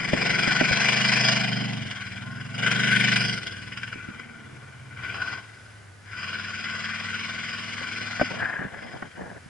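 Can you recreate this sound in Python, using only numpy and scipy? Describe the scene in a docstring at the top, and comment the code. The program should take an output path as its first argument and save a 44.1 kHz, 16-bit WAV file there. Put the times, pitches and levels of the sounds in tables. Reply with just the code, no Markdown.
"""Across a field beside a grove, a big off-road race engine revs, lifts and revs again, then runs on by the trees.
Its low drone is a stack of wavering tones; its rasp is noise pulsed by the exhaust puffs, plus a growl.
Two microphone ports in a closed housing colour the rasp; a steady bed of air and hiss lies underneath.
Knocks ring and thud on the housing, a faint whine arches once, and near the end a hand rubs the housing."""
import sys
import numpy as np
from scipy import signal
from scipy.fft import rfft, irfft, next_fast_len
from scipy.io import wavfile
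from scipy.ndimage import uniform_filter1d

SR = 44100
rng = np.random.default_rng(int(sys.argv[2]) if len(sys.argv) > 2 else 0)


def put_to_file(sound):
    """Save the sound as 16-bit audio at rate SR, in the file named by the first command-line argument."""
    columns = np.atleast_2d(sound).T  # one column per channel
    safe = np.clip(columns, -1, 1)
    whole_steps = np.round(safe * 32767)
    wavfile.write(sys.argv[1], SR, whole_steps.astype(np.int16))


N = 418509  # length in samples
SIZE = next_fast_len(N)
BINS = np.fft.rfftfreq(SIZE, 1 / SR)  # frequencies of the whole-length spectrum, Hz

# engine speed; every cylinder fires once a cycle: t/s, full cycles per second/Hz
ENGINE_SPEED = [(0.0, 22.52), (0.75, 24.13), (0.93, 25.41), (1.42, 25.28), (1.52, 23.96), (1.65, 24.47),
                (1.79, 23.04), (1.93, 20.03), (2.14, 18.65), (2.28, 21.25), (2.5, 21.96), (2.63, 23.63),
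                (2.77, 24.38), (2.85, 25.23), (2.94, 23.91), (3.06, 24.72), (3.2, 24.02), (3.34, 23.74),
                (3.47, 19.82), (3.54, 19.06), (3.68, 19.96), (3.82, 19.92), (3.9, 18.92), (4.08, 18.31),
                (4.18, 20.0), (4.4, 19.39), (4.6, 17.28), (4.95, 16.05), (5.08, 17.36), (5.2, 17.15),
                (5.45, 18.6), (5.75, 17.87), (5.92, 15.97), (6.1, 17.32), (6.4, 19.61), (7.3, 20.33),
                (8.15, 21.19), (8.5, 20.98)]
# pushes on the throttle with coasting between: t/s, rasp level/dB before its colouring, drone level/dB
THROTTLE_LEVELS = [(0.0, -35.5, -36.5), (0.28, -29, -33), (1.15, -25.5, -31), (1.3, -26, -29),
                   (1.55, -35, -29), (1.82, -40.5, -32.5), (1.95, -39.5, -43.5), (2.2, -44, -39.5),
                   (2.3, -48, -36), (2.5, -45.5, -39), (2.66, -29, -30), (3.05, -25.5, -28),
                   (3.33, -34.5, -32.5), (3.42, -44.5, -43.5), (3.85, -46.5, -44.5), (4.41, -56, -49.5),
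                   (4.9, -58, -46.5), (5.05, -42, -42.5), (5.34, -42, -46), (5.45, -55, -55),
                   (5.72, -60.5, -50), (6.0, -68.5, -59), (6.1, -50, -47), (6.2, -41, -46.5),
                   (6.8, -36, -43.5), (8.2, -37, -44), (8.42, -42, -35.5), (8.7, -52.5, -51),
                   (8.9, -48, -45), (9.1, -56, -34), (9.49, -66, -44)]
# how alike the ports hear the engine: f/Hz, likeness/1 (below zero they move in opposition)
PORT_LIKENESS = [(105, .98), (135, .9), (240, .45), (400, .15), (700, .35), (950, .55), (1300, .96),
                 (2450, .95), (2750, .5), (3150, .75), (3650, -.8), (4200, -.1), (4750, .92), (5250, .9),
                 (5700, -.75), (7000, -.6), (9000, .2)]
# which port hears the engine louder: f/Hz, left minus right/dB
PORT_LEAN = [(60, 0), (110, -0.5), (190, -1.5), (340, -1.5), (600, 3), (1070, 5.5), (1500, 4.5), (1910, 6),
             (2450, 7), (2830, -8), (3150, 1.5), (3550, 10), (4300, -2), (6040, 0), (10700, -2)]


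def gain_of(db):
    """Turns decibels into a factor on the sound wave."""
    return 10 ** (np.asarray(db) / 20)


def evened(x):
    """Scales a signal to an average strength (rms) of 1."""
    return x / np.sqrt(np.mean(x ** 2) + 1e-20)


def read(points, hz):
    """Reads a frequency table between its points, on a log-frequency axis."""
    f, value = np.transpose(points)
    return np.interp(np.log(hz + 1), np.log(f + 1), value)


def columns(rows, t):
    """Reads every column of a time table at the times t."""
    s, *rest = np.transpose(rows)
    return [np.interp(t, s, c) for c in rest]


def drift(hz):
    """Slow random wander of rms 1: noise smoothed so that little faster than hz remains."""
    step = 64  # samples between the coarse points
    keep = np.exp(-2 * np.pi * hz * step / SR)
    noise = rng.standard_normal(N // step + 2)
    coarse = signal.lfilter([1], [1, -2 * keep, keep * keep], noise)
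    return evened(np.interp(np.arange(N) / step, np.arange(len(coarse)), coarse))


def filtered(x, gain):
    """Makes each frequency louder or softer by its own gain, over the whole length."""
    return irfft(rfft(x, SIZE) * gain, SIZE)[..., :N]


def port_pair(a, b, same, lean_db=0):
    """The ports share part of a sound, later at the right; the right port also has a part of its own."""
    # delay of the shared part at the right port: f/Hz, lag/rad
    right_lag = [(60, 0), (250, .6), (780, 1.4), (1030, .1), (1500, .3), (1750, .7), (2300, .15),
                 (3100, .7), (4700, .5), (5000, 0)]
    a, b, same = rfft(a, SIZE), rfft(b, SIZE), np.clip(same, -1, 1)
    shared = same * a * np.exp(-1j * read(right_lag, BINS))
    right = shared + np.sqrt(1 - same ** 2) * b
    return irfft([a * gain_of(lean_db / 2), right * gain_of(-lean_db / 2)], SIZE)[:, :N]


def by_place(t):
    """The trees change the rasp: 1.25 kHz dB, top treble dB, bark depth and 1.5 kHz dB at the times t."""
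    # where the truck is: t/s, place/1 (0 open field, 1 edge of the grove, 2 fully behind)
    path = [(3.6, 0.04), (4.2, 1.13), (6.1, 1.03), (6.4, 1.1)]
    # rows open, edge, behind: 1.25 kHz level/dB, top treble level/dB, bark depth/1, 1.5 kHz level/dB
    place_colour = [(-5, 15.5, 0.52, 2), (14, -4, 0.34, 3), (-23.5, 10, 0, -21.5)]
    place = columns(path, t)[0]
    return [np.interp(place, [0, 1, 2], c) for c in np.transpose(place_colour)]


def turns():
    """Engine cycles counted since the start: the running sum of the engine speed."""
    return np.cumsum(columns(ENGINE_SPEED, np.arange(N) / SR)[0]) / SR


def drone(size=16):
    """Exhaust orders, whole multiples of the cycle rate, sound as wavering tones of changing balance."""
    # orders heard as tones: multiple of the cycle rate/1
    orders = [3, 4, 5, 6, 7, 8, 9, 10, 11, 12, 13]
    # balance of these orders in each named stage of the drive: relative level/dB per order
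    stage_balance = { "pulling away": [-37, -36, -7, -3.5, -1.5, -2.5, -3, -14, -7.5, -13, -22], "flat out":
                     [-36, -38, -0.5, -5.5, -5.5, -2, -4, -16, -11.5, -21.5, -25], "coasting": [-21, -16,
                     -3.5, -0.5, -8, -36, -8, -2, -11, -20, -9], "coasting again": [-16, -16, -2.5, -2, -6,
                     -20, -8, -8.5, -10.5, -17, -11.5], "picking up": [-25, -27, -6, -3.5, -8.5, -12.5, -12,
                     -14, -8.5, -16, -23], "swinging to the grove": [-26, -17, -3, -5, -1, -14, -9, -9, 1,
                     0, -12], "slowing at the edge": [-25, -27, -10, -10, 1, 2.5, -15, -19, -12, -10, -11],
                     "short push": [-28, -23, -2, -1, -1, -17, -20, -20, -5, -31, -21], "coasting far":
                     [-15, -19, -16, 3, -13, -22, -28, -19, -25, -27, -27], "behind the grove": [-30, -27,
                     -2, -15.5, -11, -13.5, -5, -12, -2.5, -12.5, -11]}
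    # when each stage holds; the balance blends over the gaps: start/s, end/s, stage name (in the last stage, so
    # named, the truck is only just past the edge of the grove)
    drive_stages = [(0, .6, "pulling away"), (.9, 1.7, "flat out"), (1.92, 2.17, "coasting"),
                    (2.28, 2.52, "picking up"), (2.68, 3.35, "flat out"), (3.47, 4.05, "coasting again"),
                    (4.17, 4.42, "swinging to the grove"), (4.58, 4.96, "slowing at the edge"),
                    (5.07, 5.4, "short push"), (5.55, 6.1, "coasting far"),
                    (6.22, 9.49, "behind the grove")]
    t = np.arange(0, N, size) / SR  # bass needs only a coarse time grid
    cycle = turns()[::size]
    speed = columns(ENGINE_SPEED, t)[0]
    balance = [(s, *stage_balance[stage]) for start, end, stage in drive_stages for s in (start, end)]
    out, power = 0, 0
    for k, db in zip(orders, columns(balance, t)):
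        phase = 2 * np.pi * (k * cycle + rng.random()) + .12 * drift(6)[::size]
        lead = np.arccos(read(PORT_LIKENESS, k * speed))  # less alike: further apart in phase
        lean_db = read(PORT_LEAN, k * speed)
        left = np.cos(phase) * gain_of(lean_db / 2)
        right = np.cos(phase - lead) * gain_of(-lean_db / 2)
        out = out + gain_of(db + 1.3 * drift(4)[::size]) * np.array([left, right])
        power = power + gain_of(db) ** 2 / 2
    fade = np.clip((8.55 - t) / 0.3, 0, 1)  # the engine note dies away by the grove
    out = out / np.sqrt(power) * gain_of(columns(THROTTLE_LEVELS, t)[1]) * fade
    return signal.resample_poly(out, size, 1, axis=1)[:, :N]


def puffs():
    """Gas flow at the pipes: eight uneven firings a cycle, one bank louder, and single sharp barks."""
    # share of each cylinder in the bark, in firing order: level/dB at full bark depth
    cylinder_share = [0, -1.5, -7, -12, -13, -16, -7, -3]
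    # sharp barks that stand out: t/s, level/dB
    sharp_barks = [(0.44, -35), (0.886, -24), (1.285, -27.5), (1.908, -37), (2.58, -34), (2.663, -24),
                   (2.713, -19.5), (2.912, -43), (3.085, -51), (3.118, -27), (3.159, -22.5), (3.431, -35),
                   (3.468, -31), (3.721, -45), (3.773, -34.5), (3.832, -35), (3.876, -43), (3.927, -38.5),
                   (4.195, -43), (5.045, -46), (5.142, -43), (5.218, -39), (5.33, -49)]
    t = np.arange(N) / SR
    depth = by_place(t)[2]
    first_firing = 0.18  # place in the firing order at the start
    firing = 8 * (turns() + 1) + first_firing + 0.056 * drift(21)
    index = firing.astype(int)
    uneven_db = 1.8 * rng.standard_normal(index.max() + 1)
    puff_db = depth * (np.take(cylinder_share, index % 8) + uneven_db[index])
    pulse = 1 + depth * np.exp(-(firing % 1) / .35)  # each puff starts sharply and sinks
    flow = uniform_filter1d(gain_of(puff_db) * pulse, 12)
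    # even out the strength over a sixth of a second, then follow the throttle
    flow *= gain_of(columns(THROTTLE_LEVELS, t)[0]) / np.sqrt(uniform_filter1d(flow ** 2, SR // 6))
    bark = np.exp(-t[:1500] / 0.0075) * np.minimum(t[:1500] / .0015, 1)
    for s, db in sharp_barks:
        flow[round(s * SR):][:1500] += gain_of(db) * bark
    return flow


def growl(first=14, count=26):
    """Upper exhaust orders: one cycle of pressure, repeated at engine speed and following the throttle."""
    cycle, k = np.arange(1025) / 1024, np.arange(count)[:, None] + first
    shapes = []
    for _ in range(2):  # one pressure shape for each port
        strength = rng.rayleigh(1, k.shape) / k
        waves = strength * np.cos(2 * np.pi * (k * cycle + rng.random(k.shape)))
        shapes.append(waves.sum(0))
    position = (turns() + .002 * drift(5)) % 1
    t = np.arange(N) / SR
    level = gain_of(columns(THROTTLE_LEVELS, t)[0] - 7) * by_place(t)[2]  # trees blur it
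    return level * evened(np.array([np.interp(position, cycle, shape) for shape in shapes]))


def smooth_noise(shape, hz_bins, frames):
    """Random patches over frequency and time, smoothed along both and scaled to rms 1."""
    across = uniform_filter1d(rng.standard_normal(shape), size=hz_bins, axis=0)
    return evened(uniform_filter1d(across, size=frames, axis=1))


def path_colour(jets):
    """The turning truck, ground echo, trees and random patches keep changing the balance of the rasp."""
    # as the truck turns: t/s, ground-echo ridge f/Hz, ridge level/dB, below 550 Hz level/dB,
    # 550-1000 Hz level/dB, near 1.4 kHz level/dB, near 5 kHz level/dB
    turning = [(0.05, 2080, 1.5, 6.5, 5, 15, -2), (0.7, 2580, 6.5, -3.5, 1, 11, 2),
               (1.3, 2410, 2.5, -8, 4, 9, 5), (1.6, 3060, 5.5, 0, 5.5, 7, 1),
               (2.05, 3340, 3, -4, 0.5, 22, -4), (2.4, 2720, 2.5, 4.5, 7.5, 22, -5.5),
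               (2.8, 3200, 5.5, -5, -1.5, -5, -9), (3.05, 2550, 5, -5, -5, -15, -4),
               (3.35, 2900, 4, 3, 1, 8, 6.5), (3.8, 2580, 8, 0, -3, 8, -4.5),
               (4.5, 2150, 2, 18, 12.5, 12, -10), (5.0, 2070, 4, 6, 7.5, 0, -10),
               (5.3, 2550, 5, 6.5, 10.5, 5, 1.5), (5.8, 1960, 1, 3.5, -5, -8, -7),
               (6.3, 2660, 6.5, 0.5, -2, -2, 0), (7.0, 2730, 0.5, -4, -5, -7, -3.5),
               (7.8, 2900, 2, -1.5, -4, -14, -1.5), (8.35, 1800, 2.5, -4.5, 6, -7, -1.5),
               (8.55, 1907, 4, 4, 20, 6, -13), (8.95, 1960, 4.5, 2, 0, 1, -4.5)]
    # change of the rasp above 8 kHz: t/s, level/dB
    treble_level = [(0, -3), (1.4, -1.5), (2.5, -3), (2.85, -1), (3.0, 8), (3.08, -6), (3.2, 8.5), (3.9, 2),
                    (5.2, 1), (6.2, 9), (8.4, 12.5), (9.4, 4)]
    # change of the housing's main ring near 1.5 kHz: t/s, level/dB
    main_ring = [(0, -12.5), (.6, -2), (.95, -9), (1.5, -8.5), (2.0, -7.5), (2.8, 6), (3.6, -1.5),
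                 (5.7, 2.5), (6.3, -1), (7.4, -2.5)]
    hz, t, z = signal.stft(jets, SR, nperseg=512)
    ridge_hz, ridge_db, bass_db, low_db, bell_db, high_db = columns(turning, t)
    main_db, top_db, bark_depth, ring_db = by_place(t)
    hz = hz[:, None] + 1

    def below(edge):
        return 1 / (1 + (hz / edge) ** 12)

    def above(edge):
        return 1 / (1 + (edge / hz) ** 12)

    shift_db = bass_db * below(540) + low_db * above(613) * below(1035)
    shift_db += bell_db * above(1360) * below(1420)
    shift_db += main_db * above(1116) * below(1440) + ring_db * above(1370) * below(1710)
    shift_db += high_db * above(4130) * below(5950)
    shift_db += (top_db + columns(treble_level, t)[0]) * above(8570)
    shift_db += ridge_db * np.exp(-((hz - ridge_hz) / 300) ** 2)  # direct sound and ground echo add up here
    shift_db += columns(main_ring, t)[0] * np.exp(-((hz - 1490) / 110) ** 2)
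    shift_db += 2.25 * smooth_noise(z.shape[1:], 3, 20)  # random patches of the rasp grow louder and softer
    shift_db += 2.2 * bark_depth * smooth_noise(z.shape[1:], 6, 4) * above(1000)  # quick changes of colour
    return signal.istft(z * gain_of(shift_db), SR, nperseg=512)[1][:, :N]


def rasp():
    """Turbulent noise carried by the puffs, scattered by trees and banks, heard through the housing."""
    # basic colour of the rasp: f/Hz, relative level/dB
    rasp_colour = [(150, -15.5), (300, -16.5), (430, -23.5), (760, -14), (1260, -23), (1455, 2), (1525, 3),
                   (1700, -3), (2080, -12), (3230, -4.5), (3760, -14.5), (5090, -13), (6300, -15),
                   (9500, -38.5), (11200, -59)]
    # resonances of the housing: f/Hz, width/Hz, lift/dB
    housing_peaks = [(450, 167, 15), (663, 55, 8.5), (1127, 286, 14.5), (2052, 210, 13), (2359, 230, 9),
                     (2898, 107, 3.5), (4140, 170, 5.5), (4965, 233, 12.5), (7490, 80, 7)]
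    noise = puffs() * rng.standard_normal((2, N))
    jets = filtered(noise, np.where(BINS < 950, .9, 1)) + growl()
    t = np.arange(SR // 2) / SR
    tail = rng.standard_normal((2, SR // 2)) * gain_of(-60 * t / 0.16)  # echoes sink 60 dB in 0.16 s
    tail /= np.linalg.norm(tail[0])
    jets = jets + gain_of(-10) * signal.fftconvolve(jets, tail, axes=1)[:, :N]
    a, b = path_colour(jets)
    lift_db = sum(db / (1 + (2 * (BINS - f) / width) ** 2) for f, width, db in housing_peaks)
    colour = gain_of(read(rasp_colour, BINS) + lift_db)
    band = (BINS > 2300) & (BINS < 3600)  # the strength in this band sets the overall scale
    colour /= np.sqrt(np.sum(colour[band] ** 2) / len(BINS)) * gain_of(4.)
    return filtered(port_pair(a, b, read(PORT_LIKENESS, BINS), read(PORT_LEAN, BINS)), colour)


def floor():
    """Far air and microphone hiss: gently wavering noise, nearly alike at both ports in the bass."""
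    # colour of the background: f/Hz, relative level/dB
    air_colour = [(15, -53), (25, -52), (97, 4.5), (142, -5), (365, -13), (1240, -15), (1490, -9),
                  (2240, -17.5), (3830, -24.5), (5070, -24), (11200, -29.5), (14500, -71), (22000, -120)]
    a, b = rng.standard_normal((2, N)) * gain_of(.7 * drift(1.5))
    pair = port_pair(a, b, np.where(BINS < 150, .95, .5))
    return gain_of(-50.5) * evened(filtered(pair, gain_of(read(air_colour, BINS))))


def knocks():
    """The shell rings, a low thud follows and rebounds once, with a twist of opposite sign at the ports."""
    # knocks on the housing: t/s, level/dB, thud f/Hz, ring against thud/dB,
    # shift of the upper ring/dB, left minus right/dB
    knock_list = [(0.132, -11, 215, -3.5, -10, 0), (0.475, -18, 202, -3.5, -9, -4),
                  (0.61, -14, 259, -0.5, -9, -5.5), (0.71, -17, 130, -3, -16, -2),
                  (1.152, -29, 280, -10, -10, 3), (1.619, -30.5, 280, -1, -10, -1),
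                  (1.851, -34, 133, -2, -6, 1), (3.955, -32, 258, -16, -8, -2),
                  (4.085, -28, 215, -26, -8, -4), (7.811, -35, 262, 1, -10, 2),
                  (8.009, -36, 235, -7, -6, -12), (8.196, -28, 202, 12, 13, 3),
                  (8.212, -14, 253, 7.5, 2, 1.5), (8.591, -26, 172, -28, -4, -6),
                  (8.649, -25, 176, -24, -4, -1), (8.774, -43, 184, 1, -6, 12),
                  (9.023, -30.5, 220, 8, 11, 3), (9.228, -40, 108, -3, -8, -4),
                  (9.459, -35, 153, -27, -9, -4)]
    # ring of the knocked housing: f/Hz, level/dB, time to sink 60 dB/s
    shell_modes = [(353, -6, 0.018), (600, 3, 0.022), (780, 1, .018), (980, -3, 0.014), (1204, -4, 0.016),
                   (1520, 5, 0.022), (1850, 3, 0.016), (2200, -1, .012)]
    out, t = np.zeros((2, N + 3000)), np.arange(3000) / SR
    chance = rng.standard_normal((len(knock_list), 3, 700))
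    modes = np.array([gain_of(db - 60 * t / t60) * np.sin(2 * np.pi * hz * t) for hz, db, t60 in shell_modes])
    upper = np.array(shell_modes)[:, :1] > 1100
    lag_s, rebound_s, rebound_db, thud_t60_s = .002, .016, -6.5, .04
    late = np.maximum(t - [[lag_s], [lag_s + rebound_s]], 0)  # time since the thud and since its rebound
    swing = gain_of([[0], [rebound_db]] - 60 * late / thud_t60_s) * (1 - np.exp(-late / 0.00037))
    jolt = t / .001 * np.exp(1 - t / .001)  # the microphone capsules are shoved apart
    for (s, db, hz, click_db, upper_db, pan_db), noise in zip(knock_list, chance):
        thud = (np.sin(2 * np.pi * hz * late) * swing).sum(0)
        twist = (np.sin(2 * np.pi * 1.57 * hz * late) * swing).sum(0)
        contact = (noise[0] + .9 * noise[1:]) * np.exp(-t[:700] / .007)  # uneven touch of a few ms
        blow = uniform_filter1d(contact, size=12)
        blow = blow - uniform_filter1d(blow, size=90)  # the shell takes no slow push
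        ring = (modes * gain_of(upper_db * upper)).sum(0)
        click = signal.fftconvolve(blow, ring[None], axes=1)[:, :len(t)]
        sound = thud + (.7 * twist + .25 * jolt) * [[1], [-1]]
        sound = sound + gain_of(click_db) * click / abs(click).max()
        out[:, round(s * SR):][:, :len(t)] += sound * gain_of([[db + pan_db / 2], [db - pan_db / 2]])
    return out[:, :N]


def whine():
    """One faint pure tone arches over the gear change, rising and falling, louder at the left."""
    # path of the tone: t/s, f/Hz, level/dB (rms)
    whine_path = [(2.21, 1030, -73), (2.24, 1010, -57), (2.3, 1068, -50), (2.34, 1070, -56),
                  (2.38, 1050, -60), (2.42, 1000, -73)]
    t = np.arange(N) / SR
    hz, db = columns(whine_path, t)
    heard = (t > whine_path[0][0]) * (t < whine_path[-1][0])
    tone = gain_of(db) * np.sin(2 * np.pi * np.cumsum(hz) / SR) * heard
    return np.sqrt(2) * tone * gain_of([[2.], [-2.]])


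def strokes():
    """Scrape and rumble levels of the rubbing hand: each stroke grips, sags and lets go."""
    # strokes over the housing: start/s, length/s, scrape level/dB, rumble level/dB
    stroke_list = [(8.263, 0.19, -42, -36.5), (8.382, 0.23, -27, -37), (8.451, 0.021, -26, -63),
                   (8.592, 0.1, -32, -32), (8.686, 0.18, -41, -41.5), (8.815, 0.28, -50, -39),
                   (9.146, 0.248, -45.5, -38)]
    grip, let_go_s, sag_db = 0.22, 0.033, -4.5  # grip: share of the stroke in which it grows
    t, out = np.arange(N) / SR, np.zeros((2, N))
    for s, length, scrape_db, rumble_db in stroke_list:
        touch = np.clip(np.minimum((t - s) / (grip * length), (s + length - t) / let_go_s), 0, 1)
        sag = gain_of(sag_db * np.clip((t - s) / length, 0, 1))
        out += touch * sag * gain_of([[scrape_db], [rumble_db]])
    return out


def rub():
    """Skin slips over the shell in uneven grains: a scrape near its main resonance and a dull rumble."""
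    # colour of the scrape: f/Hz, relative level/dB
    scrape_colour = [(590, -32), (1000, -20), (1380, -4.5), (1680, 8), (2230, -14), (5010, -52),
                     (7800, -74), (13200, -120)]
    # colour of the rumble: f/Hz, relative level/dB
    rumble_colour = [(24, -56), (40, -23), (161, -5), (374, -14), (679, -10.5), (1200, -23), (1560, -62),
                     (2640, -120)]
    light, heavy = strokes()
    grains = gain_of(2.9 * drift(43) + 2. * drift(250))
    a, b, c, d = rng.standard_normal((4, N)) * grains
    scrape = evened(filtered(port_pair(a, b, 0.96, lean_db=5.0), gain_of(read(scrape_colour, BINS))))
    c, d = np.array([c, d]) * gain_of(2. * drift(16))  # the palm presses in lumps
    rumble = evened(filtered(port_pair(c, d, 0.19), gain_of(read(rumble_colour, BINS))))
    return light * scrape + heavy * rumble


def scene():
    """Engine, background and handling add up at the two microphone ports."""
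    return drone() + rasp() + floor() + knocks() + whine() + rub()


def record(dry):
    """The recorder has a band limit: a steep low-pass filter removes the highest treble."""
    edge_hz = 11280
    low_pass = signal.firwin(1023, edge_hz, window=("kaiser", 9), fs=SR)
    return signal.oaconvolve(dry, low_pass[None], "same")


dry = scene()
out = record(dry)
put_to_file(out)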